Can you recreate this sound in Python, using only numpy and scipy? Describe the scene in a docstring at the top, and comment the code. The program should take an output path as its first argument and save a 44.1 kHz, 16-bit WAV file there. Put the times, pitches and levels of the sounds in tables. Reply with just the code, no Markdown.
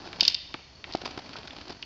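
"""A backyard lawn, where a flag is spun over a quiet bed of outdoor air. The cloth rustles and
flutters in tiny creases, flicks its folds open and snaps taut with a thump. Hands slap the hollow
pole at each catch, and it rattles in a quick run of bright clacks that ring the tube.
The garden walls throw back an echo of both pole and cloth."""
import sys
import numpy as np
from scipy import signal
from scipy.fft import rfft, irfft
from scipy.io import wavfile

SR = 44100
rng = np.random.default_rng(int(sys.argv[2]) if len(sys.argv) > 2 else 0)


def bounce(signal):
    """Save signal as a 16-bit WAV file at the path given by the first command-line argument."""
    frames = np.transpose(np.atleast_2d(signal))
    limited = np.clip(frames, -1, 1)
    pcm = np.round(limited * 32767).astype(np.int16)
    wavfile.write(sys.argv[1], SR, pcm)


N = 81585
TIME = np.arange(N) / SR

# tone of the outdoor bed: frequency_hz, gain_db
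AIR_EQ = [(20, -4.5), (45, 7.5), (62, 13.5), (92, 11.5), (130, 6), (300, -4), (700, -5.5), (1400, -12),
          (2200, -9), (3300, -9), (4000, -12.5), (4400, 5), (4800, -6), (5400, -6.5), (6300, -11.5),
          (7500, -29)]
# tone of the echo off the walls: frequency_hz, gain_db
YARD_EQ = [(100, -17.5), (800, -13), (2000, 6), (3000, 3.5), (3700, 1.5), (4700, -5.5), (7000, -10)]
# fader curve of the running rustle: time_s, level_db
RUSTLE_CURVE = [(0, -46.5), (.06, -47.5), (.11, -48.5), (.16, -47), (.22, -44.5), (.33, -54), (.41, -63.5),
                (.52, -55.5), (.57, -52), (.65, -66.5), (.82, -57), (.9, -50.5), (1.04, -47), (1.13, -46.5),
                (1.22, -50), (1.42, -48.5), (1.6, -49.5), (1.73, -49.5), (1.81, -56.5)]
# swells of the cloth: start_s, flap_db, crinkle_db, length_s
FLUTTERS = [(0.053, -48.5, -47, 0.009), (0.072, -42.5, -46, .011), (0.222, -38, -43, 0.014),
            (.866, -50, -64, .04), (0.951, -42, -35.5, 0.0071), (1.015, -40.5, -41.5, .01),
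            (1.048, -41, -40, .008), (1.054, -39, -31, 0.015), (1.075, -43, -45, 0.0084),
            (1.109, -46.5, -43.5, 0.0092), (1.175, -38, -41.5, 0.009), (1.188, -40, -42, 0.013),
            (1.26, -54, -47, 0.0084), (1.291, -42, -43, 0.0061), (1.333, -61, -44, 0.014),
            (1.36, -48, -43.5, 0.024), (1.476, -44, -39, .008), (1.564, -47, -45, 0.0038),
            (1.607, -45.5, -47.5, .018), (1.694, -41, -42, 0.02)]
# body of the flapping cloth: frequency_hz, gain_db
FLAP_EQ = [(30, -16), (120, -6), (310, 1.5), (480, -5.5), (750, -1.5), (1100, -4), (2000, -12),
           (4000, -34.5)]
# bright top of the creasing cloth: frequency_hz, gain_db
CRINKLE_EQ = [(200, -31), (700, -7), (1350, 1), (1900, -1), (2300, 0.5), (3500, -2.5), (4900, 0.5),
              (6000, -11), (7400, -29)]
# single folds flicking open, plus one low knock on the pole at 0.5445 s: start_s, level_db, pitch_hz
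FOLD_FLICKS = [(.5445, -20, 900), (1.0158, -29, 4200), (1.0585, -24, 800), (1.1095, -31, 4500),
               (1.1778, -29, 1100), (1.3322, -29, 3500), (1.3565, -26, 1000), (1.3662, -28, 3200),
               (1.432, -32, 3300), (1.4745, -26, 4200), (1.5075, -27, 3200), (1.5857, -30, 3600),
               (1.6815, -27, 4300), (1.7253, -30, 4600)]
# the cloth snapping taut: start_s, level_db, push_s
THUMPS = [(0.0594, -33, 0.00022), (0.188, -32.5, 0.00063), (.5447, -23.5, .0006), (0.9499, -12.5, 0.00047),
          (1.0185, -32, 0.00015), (1.037, -30.5, .0006), (1.177, -24, .0005), (1.192, -33, 0.00047)]
# tone of the taut cloth: frequency_hz, gain_db
TAUT_EQ = [(30, -1), (100, -4), (220, -1.5), (330, 3.5), (480, -6.5), (620, -0.5), (760, 5), (1080, -11.5),
           (1350, -6), (1900, -23), (5000, -31.5)]
# hand slaps and light taps on the pole: start_s, level_db, pitch_hz, width_hz
HAND_TAPS = [(0.1297, -19.5, 2880, 4000), (0.1977, -21.5, 2900, 2000), (0.5411, -15.5, 2700, 2570),
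             (0.8411, -20, 2560, 1950), (0.9116, -30, 2800, 2010), (.9241, -24, 4630, 1300),
             (0.936, -36, 4770, 1300), (0.9369, -20, 4380, 1600), (0.9718, -29, 4700, 1500),
             (0.9977, -45, 4770, 1300), (1.8255, -25, 4800, 1000), (1.8267, -23, 2900, 900)]
# fader curve of the chatter between clacks: time_s, level_db
RATTLE_CURVE = [(.19, -63.5), (.206, -33), (.22, -41.5), (.25, -33), (.3, -39), (.335, -41), (.37, -59.5),
                (.4, -71)]
# hard hits of the pole: start_s, level_db, pitch_hz, rebound_delay_s, rebound_gain_db, rebound_hz
CLACKS = [(0.208, 0, 4660, .0012, -9, 3590), (0.2312, -11, 4860, 0.0024, -2.5, 4120),
          (0.2513, -9, 4640, 0.00163, -6, 3840), (0.2752, -20, 4800, .002, -19, 4300),
          (.2795, 0.5, 4800, .00195, -3.5, 4660), (0.2995, -17, 4700, 0.0018, -1.5, 4700),
          (.345, -10.5, 4740, .0038, -2, 4320)]
# ringing modes of the tube: pitch_hz, level_db, t60_s
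POLE_MODES = [(2750, -23.5, 0.02), (2950, -48, 0.031), (3780, -20, 0.026), (4280, -43.5, .025),
              (4734, -20, 0.058), (4900, -21, 0.044), (6250, -32, 0.051)]
# broad resonances of the tube wall: frequency_hz, gain_db
TUBE_EQ = [(1500, 1), (2300, 1.5), (3000, 3.5), (3350, -0.5), (3700, 2.5), (3950, -7.5), (4250, 0),
           (4430, -2.5), (4630, 2), (4860, -4), (5120, 2), (5600, -1.5), (6400, 3)]
# tone of the sharp sounds on their way to the microphone: frequency_hz, gain_db
PATH_EQ = [(60, -14), (500, -4.5), (2000, 2), (4000, 1), (5200, -1), (6000, -7), (7400, -11)]


def amp(db):
    """Decibels to gain."""
    return 10 ** (np.asarray(db) / 20)


def unit(x):
    """Scales to rms 1."""
    return x / np.sqrt(np.mean(x ** 2) + 1e-20)


def add(mix, start_s, sound):
    """Drops a sound into the mix at its cue."""
    part = mix[max(0, round(start_s * SR)):][:len(sound)]
    part += sound[:len(part)]


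def eq(x, curve, size=4096):
    """Minimum-phase EQ that follows a curve of frequency_hz, gain_db."""
    hz, db = np.transpose(curve)
    bin_hz = abs(np.fft.fftfreq(size, 1 / SR))
    log_gain = np.log(amp(np.interp(np.log(bin_hz + 1), np.log(hz), db)))
    impulse = np.fft.ifft(np.exp(np.conj(signal.hilbert(log_gain)))).real
    return signal.fftconvolve(x, impulse[:size // 2])[:len(x)]


def ping(hz, width_hz):
    """A short, heavily damped ring whose envelope swells smoothly to 1."""
    t = TIME[:SR // 10]
    age = np.pi * width_hz * t
    return (age * np.exp(1 - age)) ** 2 * np.sin(2 * np.pi * hz * t)


def reflections(x, t60_s, build_s=0.001):
    """The wet signal only: dense reflections that build up and die away."""
    t = TIME[:int(t60_s * SR)]
    polarity = rng.choice([-1., 1.], N)[:len(t)]
    tail = polarity * amp(-60 * t / t60_s) * (1 - np.exp(-t / build_s))
    return signal.fftconvolve(x, tail / np.linalg.norm(tail))


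def outdoor_air(level_db=-53.5):
    """A steady bed of far rumble and faint hiss."""
    return amp(level_db) * unit(eq(rng.standard_normal(N), AIR_EQ))


def yard_echo(flag, return_db=-13.5):
    """The garden walls throw the sound back as a bright, diffuse tail."""
    return amp(return_db) * eq(reflections(flag, t60_s=0.79, build_s=0.018)[:N], YARD_EQ)


def cloth_rustle(creases_per_s=2500, spread_db=2.5, wobble_db=3, wobble_s=0.0067, top_db=-4.3):
    """Many tiny creases give a low flapping and a bright crinkle, swelling at each flutter."""
    sizes = amp(spread_db * np.minimum(rng.exponential(1, N), 4))
    polarity = rng.choice([-1., 1.], N)
    creases = sizes * polarity * (rng.random(N) < creases_per_s / SR)
    wobble = np.interp(TIME / wobble_s, np.arange(N), rng.standard_normal(N))
    flap_power = amp(np.interp(TIME, *np.transpose(RUSTLE_CURVE)) + wobble_db * wobble) ** 2
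    crinkle_power = flap_power * amp(top_db) ** 2
    for start_s, flap_db, crinkle_db, length_s in FLUTTERS:
        progress = np.clip((TIME - start_s) / length_s, 0, 1)
        swell = 2 * np.sin(np.pi * progress ** 0.64) ** 2  # quick attack, slower release
        flap_power += amp(flap_db) ** 2 * swell
        crinkle_power += amp(crinkle_db) ** 2 * swell
    flap = unit(eq(creases, FLAP_EQ)) * np.sqrt(flap_power)
    crinkle = unit(eq(creases, CRINKLE_EQ)) * np.sqrt(crinkle_power)
    return flap + crinkle


def fold_flicks(crackle_db=-3):
    """A fold opens, or the pole gets one low knock, with one sharp tick and a brief crackle."""
    out = np.zeros(N)
    for start_s, db, hz in FOLD_FLICKS:
        tick = amp(db) * ping(hz, width_hz=0.55 * hz)
        add(out, start_s, tick)
        add(out, start_s, amp(crackle_db) * reflections(tick, t60_s=0.02))
    return out


def cloth_thumps():
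    """Snapping taut, the cloth pushes out one pressure swing, coloured by the sheet."""
    out, t = np.zeros(N), TIME[:SR // 10]
    for start_s, db, push_s in THUMPS:
        swing = (1 - t / push_s) * np.exp(-t / push_s)
        thump = eq(swing, TAUT_EQ)
        add(out, start_s, amp(db) * thump / abs(thump).max())
    return out


def hand_taps(scatter_db=-5.5):
    """Damped slaps and taps on the held pole, each with a brief scatter."""
    out = np.zeros(N)
    for start_s, db, hz, width_hz in HAND_TAPS:
        tap = amp(db) * ping(hz, width_hz)
        add(out, start_s, tap)
        add(out, start_s, amp(scatter_db) * reflections(tap, t60_s=0.033))
    return out


def bending_chirp(hits, travel_s=0.0028):
    """Low bending waves travel slower along the tube, so each hit chirps downwards."""
    hz = np.clip(np.fft.rfftfreq(2 * N, 1 / SR), 2300, 5200)
    lag_s = travel_s * (np.sqrt(hz[-1] / hz) - 1)  # behind the fastest wave
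    phase = np.pi * np.cumsum(lag_s) * SR / N
    return irfft(rfft(hits, 2 * N) * np.exp(-1j * phase))[:N]


def pole_rattle(contacts_per_s=1000):
    """Small random contacts chatter between the hard clacks."""
    ticks = rng.standard_normal(N) * (rng.random(N) < contacts_per_s / SR)
    chatter = unit(signal.fftconvolve(ticks, ping(hz=4420, width_hz=1640))[:N])
    fader_db = np.interp(TIME, *np.transpose(RATTLE_CURVE), left=-np.inf, right=-np.inf)
    return chatter * amp(fader_db)


def pole_clacks(width_hz=990, ring_attack_s=0.0004, scatter_db=-7.5):
    """Each clack is a hard contact and its rebound; the contact rings the tube."""
    out, t = np.zeros(N), TIME[:SR // 10]
    ring = sum(amp(db - 60 * t / t60_s) * np.sin(2 * np.pi * hz * t) for hz, db, t60_s in POLE_MODES)
    ring *= (1 - np.exp(-t / ring_attack_s)) ** 2
    for start_s, db, hz, rebound_delay_s, rebound_gain_db, rebound_hz in CLACKS:
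        contact = ping(hz, width_hz)
        add(out, start_s, amp(db) * (contact + ring))
        add(out, start_s + rebound_delay_s, amp(db + rebound_gain_db) * ping(rebound_hz, width_hz))
        add(out, start_s, amp(db + scatter_db) * reflections(contact, t60_s=0.035, build_s=0.0008))
    return out


def scene():
    """The mono mix: pole and cloth up front, the echo of the walls and the air behind."""
    tube = eq(pole_clacks() + pole_rattle(), TUBE_EQ)
    pole = bending_chirp(tube + hand_taps())
    transients = eq(pole + fold_flicks(), PATH_EQ)
    flag = transients + cloth_thumps() + cloth_rustle()
    return (flag + yard_echo(flag) + outdoor_air())[None]


def record(dry, mic_cutoff_hz=7620, ceiling=0.93, final_cutoff_hz=16450):
    """A narrow-band microphone soft-clips the loudest peaks; a last low-pass trims the top."""
    mic_filter = signal.firwin(301, mic_cutoff_hz, window=("kaiser", 9), fs=SR)
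    final_filter = signal.firwin(511, final_cutoff_hz, window=("kaiser", 9), fs=SR)
    narrow = signal.oaconvolve(dry, mic_filter[None], "same")
    rounded = narrow / (1 + (narrow / ceiling) ** 4) ** (1 / 4)
    return signal.oaconvolve(rounded, final_filter[None], "same")


dry = scene()
out = record(dry)
bounce(out)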